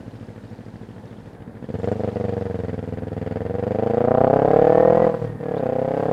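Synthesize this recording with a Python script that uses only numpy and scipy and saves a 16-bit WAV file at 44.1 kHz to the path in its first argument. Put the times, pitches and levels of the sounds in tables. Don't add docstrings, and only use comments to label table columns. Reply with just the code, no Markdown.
import sys
import numpy as np
from scipy import signal
from scipy.fft import rfft, irfft
from scipy.io import wavfile

SR = 44100
rng = np.random.default_rng(int(sys.argv[2]) if len(sys.argv) > 2 else 0)


def master_out(mix):
    frames = np.transpose(np.atleast_2d(mix))
    ceiling = np.clip(frames, -1, 1)
    pcm = np.round(ceiling * 32767).astype(np.int16)
    wavfile.write(sys.argv[1], SR, pcm)


def linear_from_db(decibels):
    return 10 ** (np.asarray(decibels, float) / 20)


N = 269892

# time_s, speed_cycles_per_s
CRANK_SPEED = [(0.0, 13.64), (0.45, 13.14), (1.42, 13.75), (1.61, 13.22), (1.76, 21.48), (1.96, 25.51),
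               (2.1, 24.26), (2.22, 24.25), (2.78, 20.52), (3.37, 20.9), (3.9, 27.27), (5.04, 42.62),
               (5.09, 40.3), (5.2, 39.84), (5.31, 37.15), (5.54, 36.41), (5.66, 30.81), (6.12, 35.22)]
CYCLES_AT_START = -.858
MID_SPEED = 27
# time_s, combustion_effort_db, gas_heat_0_to_1
THROTTLE = [(0, -45.5, 0.57), (1.56, -49, 0.26), (1.66, -37, 0.9), (1.78, -27.5, 0.02), (2.0, -23, 0.39),
            (2.4, -27.5, .23), (2.9, -33, 0.42), (3.55, -26.5, 0.49), (3.9, -21, 0.66), (4.25, -18, 0.84),
            (4.55, -16.5, 0.89), (5.07, -19.5, 0.83), (5.15, -34.5, 0.7), (5.35, -44, 0.2),
            (5.44, -29.5, 0.9), (5.62, -23.5, 0.82), (5.95, -23, 0.97), (6.12, -21, 0.9)]
MID_EFFORT_DB = -30
# centre_s, width_s, change_db
UNEVEN_COMBUSTION = [(1.794, 0.0097, -11), (1.88, .02, 3), (1.92, .02, 3), (1.967, 0.035, -8.5),
                     (2.123, 0.025, -11), (4.334, 0.013, 0.5), (5.119, 0.014, -4.5), (5.144, 0.012, 9),
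                     (5.242, 0.039, 9.5), (5.38, 0.0087, -22), (5.628, 0.022, -1.5)]
# level_at_mid_effort_db, effort_slope_db_per_db,
# gain_facing_pipe_db, speed_slope_db_per_cycle_per_s
VOICE_PARTS = dict(blast=(-49, 1.2, 11.5, -0.184), thump=(-27.5, .05, 0.1, 0.06),
               snap=(-43.5, 1.5777, 2.5, 0.23), edge=(-52.5, 0.9, 9.5, 0.886),
               rasp=(-62, 0.6465, -6.5, -0.21), whine=(-60.5, 0.37, -7.5, 0.79))

DEEP_MODES = [(108, 0, .057, -1)]
CHAMBER_MODES = [(153, 0, 0.041, -1)]
THUMP_MODES = [(234, 0, .035, 1)]
RING_MODES = [(493, 0, .052, 1)]
SNAP_MODES = [(616, 0, .024, 1), (809, -4, .032, -1)]
EDGE_MODES = [(993, -3, 0.019, 1), (1116, 1.5, 0.0091, -1), (1960, -18.5, 0.0014, 1)]
# pitch_hz, level_db, t60_s, sign
BLAST_MODES = [(646, 0, 0.01, 1)]
LEADS_S = dict(deep=.0003, thump=.0024, bark=.0011)
SOFT_HZ = dict(low=480, bark=2230)
COOL, HOT = .94, 1.035

IDLE_BELOW_DB, IDLE_THUMP_LOSS = -38, 1.04
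DEEP_FADES_AT, DEEP_LOSS_DB = 0.54, 78
CHAMBER_DB, CHAMBER_FROM, CHAMBER_RISE_DB, CHAMBER_TOP_DB = -10.5, 23.7, 9.4, -7.5
OVERRUN_LOSS, OVERRUN_BOOM, CHAMBER_BOOM = .9, .25, 0.42
SECOND_DB, SECOND_FACING_DB = 0.16, 2.5
TURN_S, TURN_WIDTH_S = 4.175, 0.19
RING_FACING_DB, RING_DB_PER_SPEED = -3.5, 0.188

# frequency_hz, density_db_per_hz
JET_SPECTRUM = [(700, -21), (1100, -3), (1500, 1.5), (1900, 1), (2400, -7.5), (2900, -9.5), (3500, -14),
                (4050, -23), (4700, -15.5), (5700, -31.5), (7000, -24.5), (10000, -44.5), (16000, -40.5)]

GEAR_ORDER = 46
CASE_HZ, CASE_WIDTH_HZ, CASE_DB = 1804, 51, 8.5
CLUTCH_OUT_S, CLUTCH_IN_S = 5.06, 5.44
COAST_LOSS, UNLOADED_DB = 9, -5

# start_s, peak_db, pitch_hz, t60_s
METAL_TICKS = [
    (1.791, -53, 7360, 0.02),
    (1.83, -56, 7400, 0.027),
    (1.857, -53, 7300, 0.024),
    (1.92, -44.5, 7300, 0.016),
    (5.556, -54.5, 3460, 0.14),
    (5.58, -49, 3900, 0.065),
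]

# time_s, level_db
NEIGHBOUR_LEVEL = [(0, -70), (1.3, -72), (1.42, -87), (1.66, -74), (1.85, -65), (2.5, -68), (3.0, -73.5),
                   (4.5, -77), (5.25, -67.5), (5.36, -85), (6.12, -69)]
RATTLES_PER_S, RATTLE_CYCLES, NEIGHBOUR_HISS_DB = 120, 45.0, 6

# frequency_hz, density_db_per_hz
TRAFFIC_SPECTRUM = [(30, -16), (100, -3), (220, 2), (350, -4.5), (490, -6.5), (900, -12.5), (1200, -22),
                    (1700, -20), (2900, -38.5), (3700, -36.5), (5600, -45.5), (10000, -44), (15500, -52.5),
                    (20000, -73)]
STREET_DB, STREET_RISE_DB_PER_S = -44, 1
PASSING_DB, PASSING_S, PASSING_WIDTH_S = 1.5, 0.08, 0.3
WIND_DB, GUST_DB, GUST_S, GUST_WIDTH_S = -51, 9, 4.6, 0.45
IMAGE_HZ = 16000


def unit(x):
    return x / np.sqrt(np.mean(x ** 2) + 1e-20)


def in_time(rows):
    s, *columns = np.transpose(rows)
    return [np.interp(np.arange(N) / SR, s, c) for c in columns]


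def bump(s, width_s):
    return np.exp(-((np.arange(N) / SR - s) / width_s) ** 2)


def drift(rate):
    knots = rng.standard_normal(int(N / SR * 40) + 2)
    return np.interp(np.arange(N) / SR * np.clip(rate, .1, 39), np.arange(len(knots)), knots)


def ring(x, hz, t60):
    r, w = linear_from_db(-60 / (t60 * SR)), 2 * np.pi * hz / SR
    return signal.lfilter([0, np.sin(w)], [1, -2 * r * np.cos(w), r * r], x + 1e-18)


def soften(x, hz):
    r = np.exp(-2 * np.pi * hz / SR)
    return signal.lfilter([1 - r], [1, -r], x + 1e-18)


def coloured(spectrum):
    hz, level_db = np.transpose(spectrum)
    log_hz = np.log(np.arange(N // 2 + 1) * SR / N + 1)
    gain = linear_from_db(np.interp(log_hz, np.log(hz), level_db))
    return unit(irfft(rfft(rng.standard_normal(N)) * gain, N))


def engine():
    speed, = in_time(CRANK_SPEED)
    effort_db, _ = in_time(THROTTLE)
    facing = bump(TURN_S, TURN_WIDTH_S)
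    at, puff_db = firings(speed, SECOND_DB + SECOND_FACING_DB * facing)
    puff_db = puff_db - 10 * np.log10(speed[at])
    puff_db = puff_db + 0.52 * rng.standard_normal(len(at))
    burnt_db = puff_db + sum(db * np.exp(-((at / SR - s) / width) ** 2) for s, width, db in UNEVEN_COMBUSTION)
    ring_db = effort_db + RING_FACING_DB * facing + RING_DB_PER_SPEED * (speed - MID_SPEED)

    lead_s, soft_hz = LEADS_S["bark"], SOFT_HZ["bark"]
    ringing = pipe(at, burnt_db + ring_db[at], RING_MODES, lead_s, soft_hz, spread_db=0.9)
    snap = pipe(at, burnt_db + part_db("snap")[at], SNAP_MODES, lead_s, soft_hz, spread_db=0.8)
    edge_db = burnt_db + part_db("edge")[at] + 0.5
    edge = pipe(at, edge_db, EDGE_MODES, lead_s=.0008, soft_hz=2330, spread_db=2.0)
    blast_db = burnt_db + part_db("blast")[at]
    blast = pipe(at, blast_db, BLAST_MODES, lead_s=.0012, soft_hz=2500, spread_db=3.55)

    body = thump(at, puff_db, burnt_db, speed) + ringing + snap + shaken_pipe(at, puff_db + ring_db[at])
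    body = side_branch(body, hz=368, width_hz=85, share=0.44)
    return body + blast + edge + rasp(at, burnt_db) + gear_whine(speed)


def firings(speed, second_db):
    turned = CYCLES_AT_START + np.cumsum(speed) / SR
    first = np.arange(-1, int(turned[-1]) + 1)
    marks = np.sort(np.concatenate([first, first + .24]))
    marks = marks[(marks > turned[0]) & (marks < turned[-1])]
    at = np.searchsorted(turned, marks)
    is_second = marks % 1 > .1
    return at, np.where(is_second, second_db[at], 0)


def part_db(name):
    level_db, follows, facing_db, speed_db = VOICE_PARTS[name]
    effort_db = follows * (in_time(THROTTLE)[0] - MID_EFFORT_DB)
    head_db = facing_db * bump(TURN_S, TURN_WIDTH_S)
    return level_db + effort_db + head_db + speed_db * (in_time(CRANK_SPEED)[0] - MID_SPEED)


def puffs(at, level_db, lead_s, jitter_s=0.):
    train = np.zeros(N)
    shift = (lead_s + jitter_s * rng.standard_normal(len(at))) * SR
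    np.add.at(train, np.clip(at - shift.astype(int), 0, N - 1), linear_from_db(level_db))
    return train


def pipe(at, level_db, modes, lead_s, soft_hz, spread_db):
    heat = np.clip(in_time(THROTTLE)[1], 0, 1)
    step = 4 * heat
    out, power = 0, 0
    for hz, mode_db, t60, sign in modes:
        own_db = level_db + mode_db + spread_db * rng.standard_normal(len(at))
        train = np.sign(sign) * puffs(at, own_db, lead_s, jitter_s=.00004)
        for k, factor in enumerate(np.linspace(COOL, HOT, 5)):
            share = np.clip(1 - abs(step - k), 0, 1)
            out = out + ring(train * share, factor * hz, t60)
        power += linear_from_db(mode_db) ** 2 * t60 / np.log(1000) / 2
    return soften(soften(out, soft_hz), soft_hz) / np.sqrt(power)


def thump(at, puff_db, burnt_db, speed):
    effort_db, heat = in_time(THROTTLE)
    idling = np.clip(IDLE_BELOW_DB - effort_db, 0, None) * (speed < CHAMBER_FROM)
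    overrun = np.clip(MID_EFFORT_DB + 3.5 - effort_db, 0, None) * (speed > MID_SPEED)
    deep_db = OVERRUN_BOOM * overrun - DEEP_LOSS_DB * np.clip(heat - DEEP_FADES_AT, 0, 1)
    woken_db = CHAMBER_DB + CHAMBER_RISE_DB * np.clip(speed - CHAMBER_FROM, 0, None)
    chamber_db = CHAMBER_BOOM * overrun + np.minimum(woken_db, CHAMBER_TOP_DB)
    thump_db = part_db("thump") - IDLE_THUMP_LOSS * idling
    low_db = 1.028 * puff_db + 0.46 * burnt_db + thump_db[at]

    soft_hz = SOFT_HZ["low"]
    deep = pipe(at, low_db + deep_db[at], DEEP_MODES, LEADS_S["deep"], soft_hz, spread_db=1.1)
    chamber = pipe(at, low_db + chamber_db[at], CHAMBER_MODES, 0.0008, soft_hz, spread_db=2.5)
    main_db = low_db - OVERRUN_LOSS * overrun[at]
    return deep + chamber + pipe(at, main_db, THUMP_MODES, LEADS_S["thump"], soft_hz, spread_db=1.1)


def shaken_pipe(at, level_db):
    gas = soften(puffs(at, level_db, lead_s=0.), 3.4) * rng.standard_normal(N)
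    return linear_from_db(34.5) * sum(linear_from_db(db) * ring(gas, hz, t60) for hz, db, t60, sign in RING_MODES + SNAP_MODES)


def side_branch(x, hz, width_hz, share):
    band = signal.butter(1, [hz - width_hz / 2, hz + width_hz / 2], "band", fs=SR, output="sos")
    return x - np.clip(share, 0, 1) * signal.sosfilt(band, x)


def rasp(at, burnt_db):
    jet_db = burnt_db + part_db("rasp")[at] + 1.9 * rng.standard_normal(len(at))
    jet = puffs(at, jet_db, lead_s=0.0011)
    burst = soften(soften(jet, 30), 200)
    tail = linear_from_db(1.5) * soften(jet, 8)
    return linear_from_db(74.5) * (burst + tail) * coloured(JET_SPECTRUM)


def gear_whine(speed):
    t = np.arange(N) / SR
    mesh = 1 + 8.9 * soften(rng.standard_normal(N), 60)
    coasting = np.maximum.accumulate(speed + COAST_LOSS * t) - COAST_LOSS * t
    freed = (t > CLUTCH_OUT_S) & (t < CLUTCH_IN_S)
    gear = np.where(freed, coasting, speed)
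    case_db = CASE_DB * np.exp(-((GEAR_ORDER * gear - CASE_HZ) / CASE_WIDTH_HZ) ** 2)
    level_db = part_db("whine") + UNLOADED_DB * freed + case_db + 3.2 * drift(25)
    return linear_from_db(level_db) * mesh * np.sin(2 * np.pi * GEAR_ORDER * np.cumsum(gear) / SR)


def ticks():
    out, t = np.zeros(N), np.arange(N) / SR
    for s, db, hz, t60 in METAL_TICKS:
        burst = rng.standard_normal(N) * (t > s) * linear_from_db(-60 * np.clip(t - s, 0, 1) / t60)
        out += linear_from_db(db - 12.5) * ring(burst, hz, 0.0091)
    return out


def kerb_echoes(x):
    out = np.zeros(N)
    for lag_s, db in [(.009, -17), (.023, -20.5), (.041, -33), (.067, -24)]:
        lag = int(lag_s * SR)
        out[lag:] += linear_from_db(db) * x[:-lag]
    return soften(out, 2800)


def neighbour():
    struck = rng.random(N) < RATTLES_PER_S / SR
    sizes = linear_from_db(9.1 * np.minimum(rng.exponential(1, N), 2)) * struck
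    dealt = rng.integers(0, 10, N)
    rattle = np.zeros(N)
    for k, hz in enumerate(np.geomspace(3100, 5400, 10)):
        rattle += ring(sizes * (dealt == k), hz, RATTLE_CYCLES / hz)
    hiss = coloured([(1200, -29), (2400, -1), (4800, -7.5), (9000, -16), (16000, -41)])
    return linear_from_db(in_time(NEIGHBOUR_LEVEL)[0]) * (unit(rattle) + linear_from_db(NEIGHBOUR_HISS_DB) * hiss)


def street():
    traffic_db = STREET_DB + PASSING_DB * bump(PASSING_S, PASSING_WIDTH_S)
    traffic_db = traffic_db + STREET_RISE_DB_PER_S * np.arange(N) / SR + .8 * drift(14)
    traffic = linear_from_db(traffic_db) * coloured(TRAFFIC_SPECTRUM)
    low_band = signal.butter(2, [20, 60], "band", fs=SR, output="sos")
    lows = signal.sosfilt(low_band, rng.standard_normal(N))
    wind_db = WIND_DB + GUST_DB * bump(GUST_S, GUST_WIDTH_S) + 1.9 * drift(7)
    return traffic + linear_from_db(wind_db) * unit(lows)


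def scene():
    bike = engine()
    return (bike + kerb_echoes(bike) + ticks() + neighbour() + street())[None]


def top_cut(x):
    return signal.sosfilt(signal.butter(12, 15750, fs=SR, output="sos"), x)


def record(dry):
    thin = signal.sosfilt(signal.butter(2, 60, "high", fs=SR, output="sos"), dry)
    mirror = linear_from_db(-62.5) * thin * np.cos(2 * np.pi * IMAGE_HZ * np.arange(N) / SR)
    return top_cut(thin + mirror)


dry = scene()
out = record(dry)
master_out(out)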